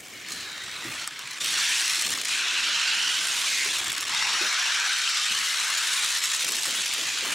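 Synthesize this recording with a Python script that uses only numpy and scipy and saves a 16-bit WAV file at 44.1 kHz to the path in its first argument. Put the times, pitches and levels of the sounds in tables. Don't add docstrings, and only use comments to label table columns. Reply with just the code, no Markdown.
import sys
import numpy as np
from scipy import signal
from scipy.io import wavfile
from scipy.ndimage import uniform_filter1d

SR = 44100
rng = np.random.default_rng(int(sys.argv[2]) if len(sys.argv) > 2 else 0)


def materialize(psi):
    bounded = np.clip(np.atleast_2d(psi).T, -1, 1)
    quanta = np.round(bounded * 32767).astype(np.int16)
    wavfile.write(sys.argv[1], SR, quanta)


N = 323694

# start in seconds, peak of the tick in dB
# before its crack is added, level of the low knock in dB against that peak.
TICK_EVENTS = [(0.286, -23, -23), (0.321, -24, -20), (1.0755, -15, -10), (1.1924, -21, -17),
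               (1.3103, -28, -9), (1.445, -15, -16), (2.012, -24, -8), (2.022, -14, -14),
               (2.064, -14.5, -11), (2.105, -15.5, -18), (2.12, -16, -11), (2.135, -24, -7),
               (2.151, -24, -12), (2.175, -22, -6), (2.2145, -21, -12), (2.255, -29, -5),
               (3.7905, -19, -17), (3.8143, -26, -13), (3.881, -17, -11), (3.898, -25, -18),
               (3.903, -19, -19), (3.929, -17, -7.5), (3.951, -31, 2), (3.975, -29, 3.5), (3.986, -32, -12),
               (4.0087, -13, -33), (4.0239, -23.5, -1), (4.052, -22, -6), (6.192, -20, -22),
               (6.5207, -14, -20), (6.654, -21.5, -4), (6.9398, -15.5, -28), (7.2512, -30, 10.5)]
# start in seconds, peak of its ring in dB before the soft rise,
# starting level of the body shudder in dB, the same for the deep sway in dB, shudder length in seconds.
STAND_JOLTS = [(0.298, -46, -50, -54, 0.095), (0.847, -23, -43, -55, .09), (1.41, -35, -47.5, -57, 0.17),
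               (2.042, -42, -42.5, -57, 0.2), (3.65, -29, -45, -66, 0.13), (3.803, -30, -49, -61, 0.1),
               (4.409, -10, -40.5, -75, 0.06), (5.292, -50, -51, -62, .13), (6.434, -51, -42.5, -75, 0.17),
               (6.664, -42, -41.5, -75.5, 0.12), (6.96, -44, -44, -68, 0.071),
               (7.22, -34.5, -41, -77, 0.11)]

RAMP_END_S, RAMP_RATTLE = 1.6, 0.5
FLAT_RATTLE, RATTLE_PER_S, BEND_RATTLE = 0.16, 0.06, 0.8
BEND_SAG_DB, BEND_EXIT_S = -9.5, 0.11
SHUDDER_RISE_S, SHUDDER_DB_PER_S = 0.01, -35
SETTLE_DB_PER_S = -300
DEEP_HZ = 91
EDGE_HZ = 15850


def gain_of(db):
    return 10 ** (np.asarray(db) / 20)


def evened(x):
    return x / np.sqrt(np.mean(x ** 2) + 1e-20)


def read(points, hz):
    f, value = np.transpose(points)
    return np.interp(np.log(hz + 1), np.log(f + 1), value)


def follow(rows, t):
    s, *columns = np.transpose(rows)
    return [np.interp(t, s, c) for c in columns]


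def add(mix, s, sound):
    part = mix[round(s * SR):][:len(sound)]
    part += sound[:len(part)]


def wander(shape, size):
    x = rng.standard_normal(shape)
    for axis, n in enumerate(size):
        x = uniform_filter1d(x, n, axis=axis)
        x = uniform_filter1d(x, n, axis=axis)
    return evened(x)


def pair(first, second, hz, lean=0, spread_db=0):
    # frequency in Hz, side against middle in dB before spread_db is added.
    width = [(160, -30), (450, -18.5), (2000, -5), (3300, -9), (7000, -6.5), (8800, -17), (11000, -78)]
    side_gain = gain_of(read(width, hz)[:, None] + spread_db)
    side = side_gain * (second + lean * first)
    return np.array([first + side, first - side])


def rolling(patchy_db=1.96, drift_db=0.92, lean_per_db=0.3, airy_per_db=1.26):
    # time in seconds, rolling level in dB before bends lower it,
    # hollow lows in dB and wheel fizz in dB, both against the rolling level.
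    roll_levels = [(0, -53.5, 0.5, 3.5), (0.26, -44, -1, -5), (0.32, -39.5, -4, 0), (0.5, -42, -0.5, -4.5),
                   (0.9, -41, 1, -2), (1.04, -37.5, -2.5, -3), (1.1, -44, 0, -5), (1.398, -41.5, -0.5, -1),
                   (1.408, -32, -9.5, -0.5), (1.62, -27.5, -5.5, -3), (1.95, -29.5, -5, 0),
                   (2.26, -29, -6.5, -1), (2.45, -30, -3.5, -6), (2.9, -26.5, -6.5, -7),
                   (3.27, -30.5, -5.5, -1.5), (3.6, -29, -6.5, -2), (4.08, -32, -2, -1),
                   (4.2, -29, -3, -4.5), (4.85, -30, 0.5, -3.5), (5.05, -28, -8, -4.5),
                   (5.6, -31, -2.5, -1), (6.0, -29.5, -4.5, -1), (6.5, -31.5, -7, 1),
                   (7.24, -31.5, -7, -3.5), (7.26, -36, 3, 1), (7.34, -32.5, -1.5, 0)]
    # frequency in Hz, level in dB per Hz.
    roll_colour = [(240, -43), (400, -24), (588, -22), (947, -8), (1480, -1), (2350, 0.5), (2950, 2),
                   (4350, 0), (4880, -2.5), (5450, 0), (7440, -3), (9510, -11.5), (15800, -34.5)]
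    # time in seconds, pull to the left in dB before
    # lean_per_db scales it, change of the stereo width in dB.
    aim = [(0, 0.5, -5), (1.6, -0.5, -11), (2.3, 1.5, -9.5), (2.8, -2, -8.5), (4.2, 0.7, -7),
           (5.6, 1.1, -7), (7.34, 0.0, -6.5)]
    hz, t, (track, wheels, axles) = signal.stft(contacts(), SR, nperseg=512, noverlap=384)
    level_db, hollow_db, fizz_db = follow(roll_levels, t)
    level_db = level_db + BEND_SAG_DB * lean_on_wall(t) ** 2

    low = 1 / (1 + (hz / 2300) ** 6)
    high = 1 / (1 + (5200 / (hz + 1)) ** 8)
    top = 1 / (1 + (7800 / (hz + 1)) ** 8)
    wheels = wheels * np.sqrt(1 - top)[:, None] + axles * top[:, None] ** 2

    rings = np.sqrt(track_ring(hz, t))
    shape = gain_of(read(roll_colour, hz))[:, None] * rings
    patches_db = patchy_db * wander(shape.shape, size=[2, 8]) / rings
    slow_db = drift_db * wander(shape.shape, size=[3, 50])
    shape *= gain_of(patches_db + slow_db)
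    octaves_up = np.log2(np.maximum(hz / 6000, 1))[:, None]
    shape *= gain_of(airy_per_db * (fizz_db + 5.0) * octaves_up)

    layers = (
        (1 - low - high, level_db, track),
        (low, level_db + hollow_db, track),
        (high, level_db + fizz_db, wheels),
    )
    sound = 0
    for part, db, drive in layers:
        tone = part[:, None] * shape
        steady = np.sqrt(uniform_filter1d((tone ** 2).mean(0), size=60))
        sound = sound + drive * tone / steady * gain_of(db)
    lean_db, spread_db = follow(aim, t)
    both = pair(*sound, hz, lean_per_db * lean_db, spread_db)
    return signal.istft(both, SR, nperseg=512, noverlap=384)[1][:, :N]


def contacts(chatter_db=3.5, bumps_per_s=300, bump_db=-1, bump_s=0.0014, track_share=0.61,
             press=0.82, press_s=0.0055, wheel_share=0.92, snap_share=1.8):
    # start in seconds, length in seconds, drop in dB.
    hops = [(1.042, 0.034, 3), (1.39, 0.014, 6.5), (2.079, 0.011, 5.5), (2.142, 0.0057, 9),
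            (2.169, 0.017, 5.5), (2.218, 0.03, 4), (3.805, 0.0085, 8), (3.844, 0.0074, 1),
            (3.875, 0.008, 5), (4.044, 0.008, 4), (6.189, 0.027, 4.5), (6.511, 0.018, 2),
            (7.252, 0.0024, 15)]
    t = np.arange(N) / SR
    smooth = np.where(t < RAMP_END_S, RAMP_RATTLE, FLAT_RATTLE + RATTLE_PER_S * t)
    rattle = np.clip(smooth + BEND_RATTLE * lean_on_wall(t), 0, 1)

    hits = rng.random(N) < rattle ** 2 * bumps_per_s / SR
    strength = np.minimum(rng.exponential(1, N), 1.6)
    bumps = hits * strength * np.sqrt(rattle)
    fade_t = np.arange(2000) / SR
    swell = signal.oaconvolve(bumps, np.exp(-fade_t / bump_s))[:N]
    for s, *_ in TICK_EVENTS:
        add(swell, s, press * np.exp(-fade_t / press_s))
    chatter = gain_of(chatter_db * rattle * wander(N, size=[160]))
    force = chatter * (1 + gain_of(bump_db) * swell)

    snap = signal.oaconvolve(bumps, np.exp(-np.arange(300) / (0.00096 * SR)))[:N]
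    forces = np.array([force ** track_share, force ** wheel_share, force * (1 + snap_share * snap)])
    forces /= np.sqrt(uniform_filter1d(forces ** 2, size=4000))
    for s, length, drop_db in hops:
        lifted = np.clip((t - s) / 0.00081, 0, 1) * (t < s + length)
        forces *= gain_of(-drop_db * lifted)
    return grit() * forces[:, None]


def grit(fine_db=1.5):
    z = signal.stft(rng.standard_normal((2, N)), SR, nperseg=4096)[2]
    z = z * gain_of(fine_db * wander(z.shape[1:], size=[2, 2]))
    return evened(signal.istft(z, SR, nperseg=4096)[1][:, :N])


def track_ring(hz, t, sharpness=10, ramp_sharpness=20, fade_s=0.11):
    # start in seconds,
    # end in seconds, first pitch in Hz, last pitch in Hz, strength in dB against the plain roll.
    pieces = [(-.05, 0.305, 2260, 2200, 9.5), (0.13, .45, 1820, 1720, 7), (0.27, 0.5, 4200, 3920, 6),
              (0.436, 0.848, 3830, 3830, 11), (1.555, 1.987, 1650, 2100, 3.5), (2.35, 3.3, 1520, 1470, 6),
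              (2.303, 3.202, 2470, 2970, 5.5), (2.45, 3.1, 3800, 4500, -1), (3.557, 3.65, 2060, 2150, 14),
              (4.136, 4.347, 895, 920, 9.5), (4.184, 4.903, 5460, 5830, 2.5), (4.726, 5.2, 1620, 1220, 8),
              (5.45, 6.04, 1500, 1480, 3.5), (5.75, 6.42, 3620, 4000, 1.5)]
    power = 1
    for start, end, first_hz, last_hz, db in pieces:
        on_it = np.clip(np.minimum(t - start, end - t) / fade_s + 0.5, 0, 1)
        ring_hz = np.interp(t, [start, end], [first_hz, last_hz])
        narrow = ramp_sharpness if end < RAMP_END_S else sharpness
        hump = 1 / (1 + (2 * narrow * (hz[:, None] / ring_hz - 1)) ** 2)
        power = power + gain_of(2 * db) * hump * on_it
    return power


def lean_on_wall(t):
    # entering time in seconds, leaving time in seconds, tightness from 0 to 1.
    bends = [(1.745, 2.239, 0.73), (3.578, 4.05, 0.74), (6.204, 6.63, 0.27)]
    lean = 0
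    for enter, leave, tight in bends:
        building = (t - enter) / (leave - enter)
        releasing = 1 + (leave - t) / BEND_EXIT_S
        lean = lean + tight * np.clip(np.minimum(building, releasing), 0, 1)
    return lean


def ring(modes, length_s=0.055, scrape=0.56, *, size=12):
    t = np.arange(round(length_s * SR)) / SR
    detune, turn = rng.uniform(0.92, 1.08, len(modes)), rng.random(len(modes))
    rough = 1 + scrape * wander((len(modes), len(t)), size=[1, size])
    sound = 0
    for (hz, db, t60), d, p, r in zip(modes, detune, turn, rough):
        fading = gain_of(db - 60 * t / t60)
        sound = sound + fading * r * np.sin(2 * np.pi * (hz * d * t + p))
    return sound / abs(sound).max()


def ticks(aside_db=0.5, crack=0.62, crack_s=0.00047):
    # pitch in Hz before a random detune, strength in dB against the other
    # modes, time to fade by 60 dB in seconds. First the axle, then the car on the wall.
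    tick_modes = [(5520, 3, 0.0065), (7500, -1.5, 0.023), (8900, -1.5, 0.013), (10960, -7, 0.0096)]
    knock_modes = [(1133, -2.5, 0.048), (1750, -1.5, 0.017), (2940, -14, 0.012)]
    left, right = np.zeros((2, N))
    for s, db, knock_db in TICK_EVENTS:
        tick = ring(tick_modes)
        knock = gain_of(db + knock_db) * ring(knock_modes, scrape=0.53, size=40)
        burst = rng.standard_normal(len(tick)) * np.exp(-np.arange(len(tick)) / (crack_s * SR))
        burst = burst - uniform_filter1d(burst, size=24)
        tick = gain_of(db) * (tick + crack * burst)
        knock_side_db = aside_db * rng.uniform(-0.51, 1)
        add(left, s, tick + knock * gain_of(knock_side_db))
        add(right, s, tick + knock * gain_of(-knock_side_db))
    return np.array([left, right])


def thumps(rise_s=0.01, scrape=0.3):
    # pitch in Hz before a random detune, strength in dB against the other modes,
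    # time to fade by 60 dB in seconds.
    stand_modes = [(334, 1, 0.046), (429, -15, 0.081), (625, -14, 0.076)]
    out = np.zeros(N)
    for s, db, *_ in STAND_JOLTS:
        blow = ring(stand_modes, 0.22, scrape, size=400)
        rise = (1 - np.exp(-np.arange(len(blow)) / (rise_s * SR))) ** 2
        add(out, s, gain_of(db) * blow * rise)
    return out


def rumble(lumpy_db=2.5):
    # time in seconds, body level in dB, deep bass level in dB.
    rumble_levels = [(0, -50.5, -63), (1.03, -52, -61), (1.08, -56, -68), (2.5, -51.5, -72),
                     (4.35, -52.5, -62), (4.5, -61, -78), (6.4, -55, -70), (7.34, -49.5, -65)]
    # frequency in Hz, level in dB per Hz.
    rumble_colour = [(20, -37), (60, -24), (145, -7), (330, 2), (500, -2.5), (700, -2), (1000, -16)]
    noise = rng.standard_normal((2, N))
    hz, _, (first, second) = signal.stft(noise, SR, nperseg=2048, noverlap=1536)
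    lumps_db = lumpy_db * wander(first.shape, size=[5, 3])
    lumps = gain_of(read(rumble_colour, hz)[:, None] + lumps_db)
    deep = 1 / (1 + (hz / DEEP_HZ) ** 6)[:, None]
    split = np.array([1 - deep, np.sqrt(deep)])[:, None]
    bands = pair(first, second, hz) * lumps * split
    bands = signal.istft(bands, SR, nperseg=2048, noverlap=1536)[1][..., :N]

    t = np.arange(N) / SR
    power = gain_of(2 * np.array(follow(rumble_levels, t)))
    for s, _, body_db, deep_db, length in STAND_JOLTS:
        fade_db = SHUDDER_DB_PER_S * np.maximum(t - s, 0)
        fade_db = fade_db + SETTLE_DB_PER_S * np.maximum(t - s - length, 0)
        rise = np.clip((t - s) / SHUDDER_RISE_S, 0, 1)
        power = power + rise * gain_of(2 * (np.array([[body_db], [deep_db]]) + fade_db))
    return sum(evened(band) * np.sqrt(p) for band, p in zip(bands, power))


def scene():
    return rolling() + ticks() + thumps() + rumble()


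def record(dry, ceiling=0.28, bass_hz=45):
    thin = signal.sosfilt(signal.butter(2, bass_hz, "high", fs=SR, output="sos"), dry)
    soft = ceiling * np.tanh(thin / ceiling)
    band_limit = signal.firwin(511, EDGE_HZ, window=("kaiser", 9), fs=SR)
    return signal.oaconvolve(soft, band_limit[None], "same")


dry = scene()
out = record(dry)
materialize(out)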